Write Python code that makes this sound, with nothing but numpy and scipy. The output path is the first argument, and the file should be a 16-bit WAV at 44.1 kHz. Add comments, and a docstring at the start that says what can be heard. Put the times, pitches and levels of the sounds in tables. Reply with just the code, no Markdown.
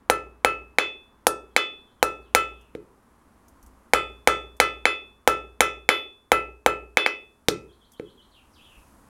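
"""A hammer blow on hot iron, right at the microphone: a smith draws out a tip in a brick workshop.
Each blow knocks, cracks off scale, rings the steel anvil and overloads the close microphone.
He taps the bare face between blows; three times the hammer lands without a rebound.
Close by, the tongs click and his feet shift. The walls echo, and farther off, outside,
a bird sings faintly over a low bed of air and hiss."""
import sys
import numpy as np
from scipy import signal
from scipy.fft import rfft, irfft, next_fast_len
from scipy.io import wavfile

SR = 44100
rng = np.random.default_rng(int(sys.argv[2]) if len(sys.argv) > 2 else 0)


def pcm_store(signal):
    """Save signal as 16-bit PCM."""
    levels = np.round(np.clip(np.atleast_2d(signal), -1, 1) * 32767)
    wavfile.write(sys.argv[1], SR, levels.astype(np.int16).T)


N = 400847
TIME = np.arange(N) / SR

# drift of the background: (time [s], relative air level [dB], relative hiss level [dB])
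BACKGROUND_LEVELS = [(0, -61, -80), (2.6, -62, -76), (3.7, -59, -72.5), (4.6, -61.5, -76.5),
                     (6.5, -67, -78.5), (8.4, -62, -72), (8.8, -58.5, -65), (9.09, -57.5, -68)]
# colours of the outdoor air and the hiss: (frequency [Hz], relative density [dB])
AIR_SPECTRUM = [(25, 0.5), (60, 10), (110, -0.5), (170, -2), (230, 5.5), (400, -4.5), (700, -6.5),
                (1050, -2.5), (1600, -11), (2500, -20.5), (4500, -29), (8000, -36)]
HISS_SPECTRUM = [(3000, -5), (6000, 1.5), (8000, 2.5), (11500, 4.5), (12800, -5), (15500, -6.5)]
# the bird outside: (time [s], level at the bird [dB], wait until the slurs [s])
BIRD_SONGS = [(1.492, -64, .73), (7.677, -53.5, 0.633)]
# glides of its first hooked note and its two falling slurs: (time in the note [s], pitch [Hz])
HOOK_GLIDE = [(0, 3650), (.02, 3350), (.033, 3150), (.06, 4800)]
FIRST_SLUR_GLIDE = [(0, 4600), (.035, 3275), (.1, 2413)]
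SECOND_SLUR_GLIDE = [(0, 6200), (.035, 5300), (.055, 3590), (.09, 2594), (.13, 3556), (.17, 3000),
                     (.29, 2465)]
# echo of the brick walls: (frequency [Hz], level [dB], t60 [s])
WORKSHOP_ECHO = [(60, -10, 0.71), (198, -6.5, 0.46), (410, -2.5, 0.43), (765, -19.5, 0.4),
                 (1220, -10, 0.14), (2100, -28.5, 0.31), (4300, -16, 0.2), (6860, -17, 0.3),
                 (13200, -17, 0.046)]
# the smith shifts his feet: (time [s], level [dB])
FOOTSTEPS = [(3.628, -46), (3.659, -46), (8.767, -44)]
# the tongs slip on the work between blows: (time [s], level [dB])
TONG_SLIPS = [(2.612, -56), (3.483, -49), (3.628, -48.5), (3.663, -48), (4.567, -50), (7.919, -47),
              (7.935, -52.5)]
# a short, gritty metallic bite at each hammer contact:
# (mean frequency [Hz], level when the iron is struck [dB], level when the face is struck [dB])
BITE_MODES = [(3940, -7, 6), (5820, -6, -2)]
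# the hammer head's brief ping: (frequency [Hz], relative level [dB], t60 [s])
PING_MODES = [(7585, -27, .09), (9213, -24, .1), (9630, -31, .09), (10500, -21, .11), (13334, -29, .11),
              (14236, -33, .09)]
# damped resonances of hammer, anvil and stand: (frequency [Hz], width [Hz], level [dB], driving part)
BODY_MODES = [(59.6, 3.9, -2, "thud"), (70.37, 15, -6, "thud"), (99, 44, -7.5, "thud"),
              (227, 93, -13, "knock"), (358, 120, 0.5, "knock"), (434, 91, 3, "knock"),
              (512, 120, -3.5, "smack"), (665, 85, -8, "smack"), (856, 190, 1.5, "smack"),
              (1352, 1200, 12, "smack"), (2333, 520, -7.5, "smack"), (3760, 2900, -15.5, "smack"),
              (5300, 1400, -12.5, "smack")]
# steel on bare steel: (frequency [Hz], width [Hz], level [dB])
BARE_STEEL_MODES = [(1904, 200, -7.5), (2209, 280, 11.5), (3110, 160, -5), (3950, 740, -8),
                    (4600, 510, -17.5), (5830, 360, -18)]
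# the workshop's low resonances (below 1 kHz) and the anvil's ringing tones, set off by each blow:
# (frequency [Hz], level [dB], t60 [s], swell [s], driving part)
RING_MODES = [(304, -37, .45, .02, "smack"), (419, -30, .5, .02, "smack"), (508, -36, .42, .02, "smack"),
              (866, -38, .38, .02, "smack"), (1252.5, 0, .31, .025, "waist"),
              (1331.8, 9, .29, .02, "waist"), (1757, -5, .27, .025, "waist"),
              (2019, -10.5, .24, .04, "clang"), (2495.6, -14.5, .32, .09, "clang"),
              (2598, 14, .33, .09, "horn"), (3000, -15, .24, .07, "clang"), (3103, -24, .2, .02, "clang"),
              (3470.8, 13.5, .41, .11, "heel"), (4322, -35, .21, .01, "clang"),
              (5144, -15, .2, .01, "horn"), (5700, -36, .2, .01, "clang"), (6941, -44, .19, .005, "smack"),
              (7267, -36, .19, .005, "clang"), (8142, -44, .18, .005, "crackle"),
              (9996, -32, .19, .005, "clang"), (11584, -29, .32, .005, "heel")]
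# how a contact shares out its force:
# (part, on thin iron [dB], on thick iron [dB], on the bare face [dB], landing [dB])
FORCE_SHARES = [("thud", -34, -40.5, -51.5, -42.5), ("knock", -9.5, -10.5, -21, 0),
                ("smack", -1, .5, -6, -9.5), ("clang", -6, -38.5, -6.5, -19),
                ("waist", -21.5, -28.5, -26.5, -37.5), ("horn", -27.5, -39, -24.5, -44),
                ("heel", -32.5, -46.5, -27.5, -73)]
# the hammer lands, its weight going into the stand: (time [s], force [dB], loose scale [dB])
DEAD_LANDINGS = [(2.7509, -16.5, -45.5), (7.485, -1.5, -6.5), (7.9973, -15.5, -53)]
# taps on the bare face keep the rhythm:
# (time [s], force [dB], distance from the still point of the waist's ring [0-1], loose scale [dB])
FACE_TAPS = [(0.7855, -1.5, 0.5, -16), (1.5643, -1.5, 0.97, -10), (4.855, -1, 1, -17.5),
             (5.8902, 2, 0.68, -11), (6.9718, -0.5, .17, -16), (7.0627, -5.5, 0.54, -23)]
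# blows on the hot iron: (time [s], force [dB], cushion [0 thin iron - 1 thick soft iron],
# distance from the still point of the heel's ring [0-1], loose scale [dB])
FORGING_BLOWS = [(0.0993, 0, 0.35, 0.13, -3), (0.4477, -1, 0.14, 0.08, -9), (1.2685, -1.5, 1, 0.53, 2),
                 (2.0279, -1, 0.52, 0.34, -4.5), (2.3493, -1, 0.093, .8, -0.5),
                 (3.9354, 1, 0.088, 0.88, -4.5), (4.2742, 2, .12, 1, -5), (4.601, 0, .03, 0.9, -2),
                 (5.2759, 2, 0.3, 0.3, -2.5), (5.6064, -.5, 0.033, 0.35, 0), (6.3184, 2, .2, 0.07, -6),
                 (6.6624, 1.5, 0.29, .03, -9)]


def from_db(db):
    """Decibels to gain."""
    return 10 ** (np.asarray(db) / 20)


def rms_one(x):
    """Scale to rms 1."""
    return x / np.sqrt(np.mean(x ** 2) + 1e-20)


def at_hz(points, hz, column=1):
    """Read a column of a table on a log-frequency axis."""
    points = np.array(points)
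    return np.interp(np.log(hz + 1e-9), np.log(points[:, 0]), points[:, column])


def cut(x, hz, kind, order=2):
    """Butterworth filter."""
    sections = signal.butter(order, np.clip(hz, 10, .45 * SR), kind, fs=SR, output="sos")
    return signal.sosfilt(sections, x)


def add(track, s, sound):
    """Mix a sound into a track at time s."""
    start = int(round(s * SR))
    track[start:start + len(sound)] += sound[:max(N - start, 0)]


def damped(t, hz, width_hz):
    """A struck resonance of the given bandwidth; it radiates little below its own pitch."""
    return cut(np.sin(2 * np.pi * hz * t) * np.exp(-np.pi * width_hz * t), .4 * hz, "high")


def noise(spectrum):
    """Steady noise of a given colour, rms 1."""
    size = next_fast_len(N)
    colour = from_db(at_hz(spectrum, np.fft.rfftfreq(size, 1 / SR)))
    return rms_one(irfft(rfft(rng.standard_normal(size)) * colour, size)[:N])


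def background():
    """The bed of the place: outdoor air and a thin hiss, slowly drifting in level."""
    s, air_db, hiss_db = np.transpose(BACKGROUND_LEVELS)
    air = from_db(np.interp(TIME, s, air_db) + 3) * noise(AIR_SPECTRUM)
    hiss = from_db(np.interp(TIME, s, hiss_db) + 1) * noise(HISS_SPECTRUM)
    return air + hiss


def whistle(glide, rasp, transpose=1):
    """One gliding note that swells and fades; a fast flutter in pitch makes it raspy."""
    s, hz = np.transpose(glide)
    t = TIME[:int(s[-1] * SR)]
    progress = t / s[-1]
    flutter = rms_one(cut(rng.standard_normal(SR // 2), 350, "low"))[:len(t)]
    pitch = transpose * np.interp(t, s, hz) * (1 + rasp * flutter)
    return 2 * np.sqrt(progress * (1 - progress)) * np.sin(2 * np.pi * np.cumsum(pitch) / SR)


def bird(hook_every_s=.124, hook_sag=.017, hook_rasp=.02, slur_rasp=.055, yard_t60_s=.38):
    """Far off the microphone: five hooked notes, then two slurs, smeared by the echoes of the yard."""
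    song = np.zeros(N)
    for s, db, wait_s in BIRD_SONGS:
        for k in range(5):   # each hook is a little lower and louder than the last
            hook = whistle(HOOK_GLIDE, hook_rasp, transpose=1 - k * hook_sag)
            add(song, s + k * hook_every_s, from_db(db - 5 + 1.5 * k) * hook)
        add(song, s + wait_s, from_db(db) * whistle(FIRST_SLUR_GLIDE, slur_rasp))
        add(song, s + wait_s + .195, from_db(db + 1) * whistle(SECOND_SLUR_GLIDE, slur_rasp))
    distant = cut(song, 4200, "low")   # distance dulls the song
    yard = rng.standard_normal(SR // 2) * from_db(-60 * TIME[:SR // 2] / yard_t60_s)
    return .5 * distant + signal.fftconvolve(distant, yard / np.linalg.norm(yard))[:N]


def workshop(x, first_wall_s=.0013, build_s=.002):
    """Dense reflections from the brick around the microphone; each band dies at its own rate."""
    t, echo = TIME[:SR], np.zeros(SR)
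    edges = np.geomspace(40, 18000, 19)
    onset = 1 - np.exp(-np.maximum(t - first_wall_s, 0) / build_s)
    for low, high in zip(edges, edges[1:]):
        hz = np.sqrt(low * high)
        decay = from_db(-60 * t / at_hz(WORKSHOP_ECHO, hz, column=2))
        band = cut(rng.standard_normal(SR), [low, high], "band", order=3) * onset * decay
        gain = np.sqrt(2 * (high - low) / SR) * from_db(at_hz(WORKSHOP_ECHO, hz))
        echo += gain * band / np.linalg.norm(band)
    return signal.fftconvolve(x, echo)[:N]


def floor_bounce(x, delay_s=.0038, bounce_db=-11, dull_hz=1500):
    """A dull reflection from below the anvil reaches the microphone just behind the direct sound."""
    delayed = np.interp(TIME - delay_s, TIME, x)
    return from_db(bounce_db) * cut(delayed, dull_hz, "low", order=1)


def steps(floor_hz=55, width_hz=9):
    """Feet bump softly on the floor beside the anvil."""
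    out = np.zeros(N)
    for s, db in FOOTSTEPS:
        add(out, s, from_db(db) * damped(TIME[:SR // 2], floor_hz, width_hz))
    return out


def gritty_click(hz, grit_top_ratio, grit_db, grit_s, width_hz=450):
    """A short metallic ping with a gritty edge."""
    t = TIME[:SR // 10]
    grit = cut(rng.standard_normal(len(t)), [hz * .85, hz * grit_top_ratio], "band", order=3)
    return damped(t, hz, width_hz) + from_db(grit_db) * grit * np.exp(-t / grit_s)


def tongs(slip_hz=6400):
    """Close by, the jaws click as they slip on the work."""
    out = np.zeros(N)
    for s, db in TONG_SLIPS:
        add(out, s, from_db(db) * gritty_click(slip_hz, grit_top_ratio=2.2, grit_db=-3, grit_s=.011))
    return out


def contacts(sink_loss=.57, landing_steepness=1.69):
    """Every touch of the hammer as (time [s], gain of each part it sets sounding, whether on the iron)."""
    out = []
    for s, force_db, cushion, distance, scale_db in FORGING_BLOWS:
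        drive = {part: from_db(force_db + np.interp(cushion, [0, 1], [thin, thick]))
                 for part, thin, thick, _, _ in FORCE_SHARES}
        drive["heel"] *= distance
        for part in ("horn", "waist"):   # a harder blow sinks in deeper and lasts longer, losing ring
            drive[part] *= from_db(-sink_loss * force_db)
        out.append((s, dict(drive, crackle=from_db(scale_db)), True))
    for s, force_db, distance, scale_db in FACE_TAPS:
        drive = {part: from_db(force_db + bare) for part, _, _, bare, _ in FORCE_SHARES}
        drive["waist"] *= distance
        out.append((s, dict(drive, crackle=from_db(scale_db)), False))
    for s, force_db, scale_db in DEAD_LANDINGS:
        steel_db = force_db * landing_steepness   # a gentle landing is also a softer one
        drive = {part: from_db(landing + (force_db if part in ("thud", "knock") else steel_db))
                 for part, _, _, _, landing in FORCE_SHARES}
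        out.append((s, dict(drive, crackle=from_db(scale_db)), False))
    return out


def contact_bite(pitch_spread=.084):
    """A short, gritty metallic bite at each hammer contact, its pitch varying from blow to blow."""
    out = np.zeros(N)
    for s, drive, on_iron in contacts():
        for mode_hz, iron_db, face_db in BITE_MODES:
            hz = mode_hz * (1 + pitch_spread * rng.standard_normal())
            gain = drive["crackle"] * from_db(iron_db if on_iron else face_db)
            add(out, s, gain * gritty_click(hz, grit_top_ratio=1.6, grit_db=-13, grit_s=.01))
    return out


def scale_crackle(t, burst_s=.00055, crumble_s=.0029, crumble_db=-11, grain_db=4):
    """Scale cracks at the contact and crumbles for a few milliseconds."""
    grains = rms_one(rng.standard_normal(len(t)) * from_db(grain_db * rng.standard_normal(len(t))))
    envelope = np.exp(-t / burst_s) + from_db(crumble_db) * np.exp(-t / crumble_s)
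    return cut(cut(grains * envelope, 3300, "high"), 12000, "low")


def head_ping(t, scatter_db=3, detune=.0023):
    """The head rings a little differently with every angle of contact; each mode is a close pair."""
    out = 0
    for hz, db, t60 in PING_MODES * 2:
        strength, shift = rng.standard_normal(2)
        envelope = from_db(db + scatter_db * strength - 60 * t / t60)
        out = out + envelope * np.sin(2 * np.pi * hz * (1 + detune * shift) * t)
    return out


def anvil_and_room_ring(t, drive, scatter_db=2.5, room_share=.85):
    """The anvil's tones and the workshop's low resonances build up between the walls, then die away."""
    out = 0
    for hz, db, t60, swell_s, part in RING_MODES:
        # high modes have close nodes, so their strength changes most from spot to spot
        spot_db = scatter_db * np.sqrt(hz / 2500) * rng.standard_normal()
        decay = from_db(db + spot_db - 60 * t / t60)
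        swell = 1 - room_share * np.exp(-t / swell_s)
        out = out + drive[part] * decay * swell * np.sin(2 * np.pi * hz * t)
    return out


def steel_clang(t, contact_hz=5600):
    """Steel meets bare steel; the contact lasts too long to excite the top octave."""
    modes = sum(from_db(db) * damped(t, hz, width) for hz, width, db in BARE_STEEL_MODES)
    return cut(modes, contact_hz, "low", order=4)


def body_knock(t, drive, stand_s=.0032):
    """Hammer, anvil and stand answer a contact with a heavily damped thud, knock and smack."""
    body = {"thud": 0, "knock": 0, "smack": 0}
    for hz, width, db, part in BODY_MODES:
        body[part] += drive[part] * from_db(db) * damped(t, hz, width)
    smack = cut(body["smack"], 290, "high", order=3)   # the smack carries nothing below about 290 Hz
    onset = 1 - np.exp(-t / stand_s)   # stand and floor take a moment to get moving
    return smack + onset * (body["thud"] + body["knock"])


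def hammer(head_db=-9):
    """The hammer at close range, as three tracks: impact, clang of bare steel, ring of steel and room."""
    impact, clang, ring = np.zeros((3, N))
    t = TIME[:SR]
    bare_steel = steel_clang(t)
    for s, drive, _ in contacts():
        add(ring, s, anvil_and_room_ring(t, drive))
        add(impact, s, drive["crackle"] * scale_crackle(t) - body_knock(t, drive))
        add(clang, s, -drive["clang"] * bare_steel)
        add(ring, s, from_db(head_db) * drive["crackle"] * head_ping(t[:SR // 4]))
    return impact, clang, ring


def scene(clang_room_db=11):
    """One microphone beside the anvil, the workshop around it, the bird outside."""
    impact, clang, ring = hammer()
    near = impact + contact_bite() + tongs() + steps()
    # the clang radiates mostly upward from the face and comes back by way of the room
    room = workshop(near + from_db(clang_room_db) * clang)
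    return (near + clang + floor_bounce(near) + ring + room + bird() + background())[None]


def record(dry, stopband_hz=16900):
    """The close microphone overloads, clipping the first swings of each blow flat; the top is cut."""
    clipped = .9 * dry / (1 + dry ** 12) ** (1 / 12)
    return signal.sosfilt(signal.cheby2(14, 60, stopband_hz, fs=SR, output="sos"), clipped)


dry = scene()
out = record(dry)
pcm_store(out)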